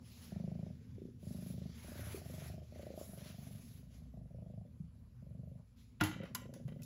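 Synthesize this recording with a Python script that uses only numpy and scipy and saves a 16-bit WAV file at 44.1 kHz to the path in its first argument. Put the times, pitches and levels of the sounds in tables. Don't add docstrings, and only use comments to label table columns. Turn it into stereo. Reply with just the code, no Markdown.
import sys
import numpy as np
from scipy import signal
from scipy.fft import rfft, irfft, next_fast_len
from scipy.io import wavfile
from scipy.ndimage import uniform_filter1d, map_coordinates

SR = 44100
rng = np.random.default_rng(int(sys.argv[2]) if len(sys.argv) > 2 else 0)


def master_out(mix):
    frames = np.transpose(np.atleast_2d(mix))
    ceiling = np.clip(frames, -1, 1)
    pcm = np.round(ceiling * 32767).astype(np.int16)
    wavfile.write(sys.argv[1], SR, pcm)


N = 302085

# freq_hz, correlation
ALIKE = [(60, 0.89), (300, 1), (640, 0.4), (1400, 0.1), (3000, 0.055)]
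# freq_hz, level_db, t60_s
STOOL = [(709, -4, 0.11), (813, -11.5, 0.21), (901, -5, 0.14), (1012, -6, 0.11), (1233, -7.5, 0.11),
         (1414, 4, 0.096), (1700, -4, 0.068), (1986, -1, 0.22), (2300, -4, 0.09), (2770, -2, 0.09),
         (3081, -1, 0.09), (3835, -6, 0.07) ]


def amp(db):
    return 10 ** (np.asarray(db) / 20)


def unit(x):
    return x / np.sqrt(np.mean(x ** 2) + 1e-20)


def along(points, hz):
    f, v = np.transpose(points)
    return np.interp(np.log(hz + 1), np.log(f + 1), v)


def curves(rows, s=np.arange(N) / SR):
    t, *cols = np.transpose(rows)
    return [np.interp(s, t, c) for c in cols]


def wobble(rate):
    knots = rng.standard_normal(int(N * rate / SR) + 4)
    return map_coordinates(knots, [np.arange(N) * rate / SR])


def filtered(x, response):
    m = next_fast_len(N + SR // 2)
    return irfft(rfft(x, m) * response(np.fft.rfftfreq(m, 1 / SR)), m)[..., :N]


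def band(x, lo_hz, hi_hz):
    return signal.sosfilt(signal.butter(2, [lo_hz, hi_hz], "bandpass", fs=SR, output="sos"), x)


def rush(spectrum, patchy_db):
    z = signal.stft(rng.standard_normal((2, N)), nperseg=512)[2]
    field = uniform_filter1d(rng.standard_normal(z.shape[1:]), 7, 0)
    field = uniform_filter1d(field, 12, 1)
    pair = signal.istft(z * amp(patchy_db * unit(field)), nperseg=512)[1][:, :N]

    def mid_side_response(hz):
        turn = np.arccos(np.clip(along(ALIKE, hz), -1, 1)) / 2
        return amp(along(spectrum, hz)) * [np.cos(turn), np.sin(turn)]

    mid, side = filtered(pair, mid_side_response)
    return unit(np.array([mid + side, mid - side]))


def add(track, s, sound):
    part = track[..., round(s * SR):round(s * SR) + sound.shape[-1]]
    part += sound[..., :part.shape[-1]]


def room(x):
    # freq_hz, t60_s
    decay_points = [(100, 0.58), (500, 0.34), (2000, 0.31), (6000, 0.36), (12000, 0.21)]
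    hz, t, z = signal.stft(rng.standard_normal((2, SR // 2)), SR, nperseg=256)
    alike = along(ALIKE, hz)[:, None]
    z[1] = alike * z[0] + np.sqrt(np.abs(1 - alike ** 2)) * z[1]
    decay = amp(-60 * t / along(decay_points, hz)[:, None])
    tail = signal.istft(z * decay, SR, nperseg=256)[1]
    delayed = np.pad(x, (250, 0))[None]
    return signal.fftconvolve(delayed, tail / np.linalg.norm(tail[0]), axes=1)


def house():
    # time_s, deep_db, boom_db
    rumble_levels = [(0, -82, -54.5), (.61, -70, -49.5), (.9, -62.5, -53), (1.68, -59, -53),
                     (3.83, -60, -56), (4.41, -53.5, -58), (5.09, -56.5, -61.5), (5.42, -52, -58),
                     (5.65, -61.5, -64.5), (6.85, -69, -47.5)]
    # time_s, pitch_hz, level_db
    hum_track = [(1.2, 78, -60.5), (1.5, 78.1, -53.5), (2.7, 80.2, -53), (3.1, 74.65, -62.5),
                 (3.6, 63.18, -64), (4.1, 59.1, -54), (4.6, 57.5, -66)]
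    # freq_hz, relative_db_per_hz
    deep_spectrum = [(13, -33), (22, -10), (48, -13), (59, -17.5), (71, -0.5), (130, -4.5), (170, -94),
                     (290, -120)]
    boom_spectrum = [(70, -4.5), (110, 6.5), (180, -3.5), (250, 3.5), (290, -17.5), (500, -16.5),
                     (900, -46.5)]
    hiss_spectrum = [(500, -7.5), (1000, 0), (1700, -8.5), (3000, -10), (6500, -17.5), (8600, -4),
                     (10500, -12.5), (13500, -13.5), (14200, -54), (15500, -33)]
    deep_db, boom_db = curves(rumble_levels)
    hum_hz, hum_db = curves(hum_track)
    hum_gain = np.sqrt(2) * amp(hum_db + 0.75 * wobble(8.2))
    hum = hum_gain * np.sin(2 * np.pi * np.cumsum(hum_hz + 1.74 * wobble(8.7)) / SR)
    rumble = amp(deep_db) * rush(deep_spectrum, patchy_db=1.2)
    rumble += amp(boom_db) * rush(boom_spectrum, patchy_db=2.5)
    rumble += hum
    rumble[1] = np.roll(rumble[1], round(0.00033 * SR))
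    return rumble + amp(-79.5) * rush(hiss_spectrum, patchy_db=3.5)


def rustle():
    # start_s, end_s, swell_db up to the end (before growth), then cloth_db, sheen_db, scrape_db at the end
    strokes = [(0, 0.252, 11.5, -60.5, -55, -101), (0.23, 1.068, -13, -79, -99, -85),
               (1.18, 1.51, 6, -66, -55, -73), (1.527, 1.763, 6, -64.5, -68.5, -72.5),
               (1.713, 2.155, 10.5, -59, -49.5, -54), (2.202, 2.474, 6, -60.5, -52.5, -60),
               (2.57, 2.768, 5, -69.5, -72.5, -74.5), (2.738, 2.95, -10, -69.5, -69.5, -75.5),
               (2.936, 3.15, -6.5, -83, -56, -86), (3.14, 3.305, 1, -60.5, -57, -64.5),
               (3.336, 3.757, -3, -69.5, -60.5, -91), (3.868, 3.97, 2, -71, -69, -77),
               (5.756, 5.826, -12, -72, -71.5, -94)]
    growth = [0.7, 1.08, 1.33]
    # freq_hz, relative_db_per_hz
    cloth_spectrum = [(530, -8), (900, -7), (1230, -6.5), (1480, -10.5), (2170, -3.5), (2900, -2),
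                      (5210, -2.5), (7500, -8), (9750, -31), (16500, -120)]
    sheen_spectrum = [(5500, -8.5), (7500, -7), (8600, 3.5), (10500, -4.5), (13400, 0.5), (14200, -11.5),
                      (15800, -3.5)]
    scrape_spectrum = [(1100, -13), (1500, -7), (1700, -9.5), (1900, -8), (2120, -11), (2350, -9.5),
                       (3100, -26.5)]
    rise_s, fall_db_per_s = 0.077, 144
    rest_db = -86.5

    start, end, swell_db, *levels = np.transpose(strokes)[..., None]
    t = np.arange(0, N / SR + .01, .005)
    pressure_db = swell_db * (np.clip((t - start) / (end - start), 0, 1) - 1)
    pressure_db = pressure_db - fall_db_per_s * np.maximum(t - end, 0)
    pressure = amp(pressure_db) * np.clip((t - start) / rise_s, 0, 1)

    def envelope(end_db, exponent):
        moving = np.linalg.norm(amp(end_db) * pressure ** exponent, axis=0)
        return np.interp(np.arange(N) / SR, t, np.hypot(moving, amp(rest_db)))

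    cloth, sheen, scrape = [envelope(db, k) for db, k in zip(levels, growth)]
    layers = cloth * rush(cloth_spectrum, patchy_db=2)
    layers += sheen * rush(sheen_spectrum, patchy_db=2.5)
    layers += scrape * rush(scrape_spectrum, patchy_db=2.2)
    return amp(1.1 * wobble(70)) * layers


def scuffle():
    # start_s, end_s, start_db, fade_db
    scuffles = [(5.998, 6.007, -60, -18), (6.015, 6.201, -43.5, 19.5), (6.211, 6.294, -60, 9.5),
                (6.362, 6.47, -58.5, 13.5), (6.677, 6.706, -66.5, 3.5), (6.717, 6.751, -64.5, 25),
                (6.79, 6.829, -77, 1)]
    contacts_per_s = 700
    spread_db = 2.5
    tilt_db_per_octave = 2.5

    dry, t = np.zeros((2, N)), np.arange(SR // 16) / SR
    hz, level_db, t60 = np.transpose(STOOL)[..., None]
    decay = amp(level_db + tilt_db_per_octave * np.log2(hz / 2000) - 60 * t / (0.25 * t60))
    for start, end, db, fade_db in scuffles:
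        contacts = round(contacts_per_s * (end - start)) + 1
        for u, size in rng.uniform(size=(contacts, 2)):
            size_db = db - fade_db * u - spread_db * np.log(size + .05)
            tune = 1 + .017 * rng.standard_normal(hz.shape)
            mix = rng.uniform(-0.94, 1, (2, len(STOOL)))
            modes = decay * np.sin(2 * np.pi * hz * tune * t)
            add(dry, start + u * (end - start), amp(size_db) * mix @ modes)
    return dry + amp(-9.5) * room(dry[0])[:, :N]


def knocks():
    # time_s, wood_db, crack_db, room_db (against the click)
    clicks = [(6.011, -21, -30.5, -7.5), (6.037, -30, -27.5, -2), (6.2344, -46, -55, -2.5),
              (6.2553, -47, -63.5, -0.5), (6.35, -36, -23, -13.5), (6.539, -49.5, -45, -3),
              (6.681, -53, -55.5, -8), (6.8209, -62, -47, -5), (6.8333, -72, -42, -2)]
    # time_s,
    # level_db, pitch_hz, t60_s
    mode_pairs = [(2.145, -25.5, 380, 0.022), (4.8, -33, 160, 0.086), (6.012, -14.5, 169, 0.034),
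                  (6.016, -25, 309, 0.12), (6.015, -25.5, 101.3, 0.13), (6.231, -36.5, 525, 0.039),
                  (6.16, -28.5, 189, 0.053), (6.351, -36, 1028, 0.076), (6.652, -25, 132, 0.073),
                  (8.3, -47.5, 742, 0.16), (6.353, -44, 2900, 0.042), (6.822, -54, 2610, 0.028)]

    out, t = np.zeros((2, N)), np.arange(SR // 4) / SR
    late_s = np.array([[0], [.00012]])
    for s, db, crack_db, room_db in clicks:
        free = np.clip(1 + (db + 20) / 40, .4, 1)
        ring = np.zeros((2, len(t)))
        for hz, level_db, t60 in STOOL:
            decay = amp(level_db + rng.normal(0, 2.2) - 60 * t / (free * t60))
            ring += decay * np.sin(2 * np.pi * (hz * (t - late_s) + rng.uniform()))
        noise = rng.standard_normal((2, 2, len(t)))
        crack = band(noise[0], lo_hz=4200, hi_hz=14800) * amp(crack_db - db - 60 * t / 0.036)
        crack *= 1 - np.exp(-t / 0.001)
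        clatter = band(noise[1], lo_hz=490, hi_hz=2861) * amp(4.5 - 60 * t / 0.05)
        rise = 1 - np.exp(-t / 0.0012)
        direct = (amp(-13.0) * ring + clatter) * rise + crack
        to_room = (amp(-17) * ring + clatter) * rise + crack
        add(out, s - .0015, amp(db) * direct * amp([[-.7], [.7]]))
        add(out, s - .0015, amp(db + room_db) * room(to_room[0]))
    for s, db, hz, t60 in mode_pairs:
        pair = np.sin(2 * np.pi * hz * t) + amp(-13.5) * np.sin(2 * np.pi * 1.1 * hz * t)
        rise = 1 - np.exp(-t * hz / 0.87)
        knock = amp(db - 60 * t / t60) * rise * pair
        add(out, s, np.array([knock, np.roll(knock, 15)]))
        add(out, s, amp(-8) * room(knock))
    return out


def purr():
    # first_pulse_s, last_pulse_s, pulses, middle_late_ms, chest_db, throat_db, swell_db over the breath
    breaths = [(0.323, 0.704, 11, 4.5, -34.5, -44, -2), (0.75, 0.924, 6, -7, -51.5, -77, -1),
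               (0.984, 1.087, 4, 2, -48, -44, -5), (1.231, 1.695, 13, 2, -37.5, -47.5, -2),
               (1.847, 2.108, 8, -1, -49, -43, -1), (2.177, 2.62, 12, 3.5, -42.5, -41, 0.5),
               (2.725, 3.015, 9, -1, -50, -36, 6.5), (3.093, 3.593, 13, 1.5, -43, -45.5, -7.5),
               (3.67, 4.057, 11, 6, -49.5, -58, 4), (4.141, 4.258, 4, -5.5, -43, -48, -5),
               (4.309, 4.653, 10, 1.5, -41, -46, 0), (4.729, 5.111, 11, -3, -50.5, -65, -7),
               (5.226, 5.597, 10, 2, -42, -49, 1.5), (6.083, 6.242, 5, 3.5, -42, -46, 21),
               (6.278, 6.602, 10, -1, -50, -47.5, 14), (6.683, 6.805, 4, -1.5, -43.5, -45.5, -4)]
    # time_s, throat_hz, chest_hz, windpipe_db (against the throat)
    pose = [(.15, 480, 150, -13.5), (.5, 613, 154, 3), (1.04, 363, 157, -1), (1.46, 593, 164, 6.5),
            (2.4, 631, 128.6, -6), (2.9, 598, 167, -6.5), (3.6, 654, 142, -7.5), (5.4, 584, 137, -16),
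            (6.2, 544, 161, -1.5)]
    chest_swell_share = 0.21

    out, t = np.zeros((2, N)), np.arange(SR // 12) / SR
    for first, last, pulses, late_ms, chest_mid_db, throat_mid_db, swell_db in breaths:
        throat_hz, chest_hz, pipe_db = curves(pose, (first + last) / 2)
        breath = np.zeros(SR)
        uneven_db = np.clip(.4 * (-46 - throat_mid_db), 1.5, 5)
        right_late_ms = .1 if first < 1.2 else .4
        for u in np.linspace(0, 1, round(pulses)):
            s = (last - first) * u + 4 * u * (1 - u) * late_ms / 1000
            fade_db = -4 * (2 * u - 1) ** 6
            jitter, size, size2, tune, tune2, again, wait = rng.standard_normal(7)
            chest_db = chest_mid_db + chest_swell_share * swell_db * (u - .5) + fade_db + 1.3 * size2
            throat_db = throat_mid_db + swell_db * (u - .5) + fade_db + uneven_db * size
            ring = np.sin(2 * np.pi * throat_hz * (1 + .045 * tune) * t)
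            ring *= amp(-60 * t / 0.026) * (1 - np.exp(-t / 0.000077))
            ring += amp(-11 + 4 * again) * np.roll(ring, round((.0075 + .0015 * wait) * SR))
            snap = np.sin(2 * np.pi * 370 * t) * amp(-60 * t / 0.015) * (1 - np.exp(-t / 0.00013))
            swing = -np.sin(2 * np.pi * chest_hz * (1 + .04 * tune2) * t)
            swing *= (t / 0.006 * np.exp(1 - t / 0.0064)) ** 4.07
            pulse = amp(throat_db) * (ring + amp(pipe_db) * snap) + amp(chest_db) * swing
            add(breath, abs(s + 0.00043 * jitter), pulse)
        breath = filtered(breath, lambda hz: 1 / (1 + (hz / (1.71 * throat_hz)) ** 8))[:SR]
        right = np.roll(breath, round(right_late_ms * SR / 1000))
        direct = np.array([amp(1.07) * breath, amp(1.83) * right])
        add(out, first - .0015, direct + amp(-10.5) * room(breath)[:, :SR])
    return filtered(out, lambda hz: 1 / (1 + (hz / 860) ** 8) / (1 + (65 / (hz + 1)) ** 4))


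def scene():
    return house() + rustle() + scuffle() + knocks() + purr()


def record(dry):
    # freq_hz, turn_cycles
    turns = [(7200, .25), (8100, .5), (9300, .5), (10400, 1), (11600, 1), (12700, 1.5), (14200, 1.5),
             (15000, 2)]
    # freq_hz, gain_db
    mic = [(20, -21.5), (45, -1.5), (13800, -0.5), (14300, -4.5), (15600, -2.5), (16100, -33)]
    top_hz = 16800

    def left_share(hz):
        return np.clip((hz - 6300) / 1800, 0, 1)

    own = filtered(dry[1], lambda hz: np.sqrt(1 - left_share(hz) ** 2))
    from_left = filtered(dry[0], lambda hz: left_share(hz) * np.exp(2j * np.pi * along(turns, hz)))
    stereo = np.array([dry[0], own + from_left])
    return filtered(stereo, lambda hz: amp(along(mic, hz)) * (hz < top_hz))


dry = scene()
out = record(dry)
master_out(out)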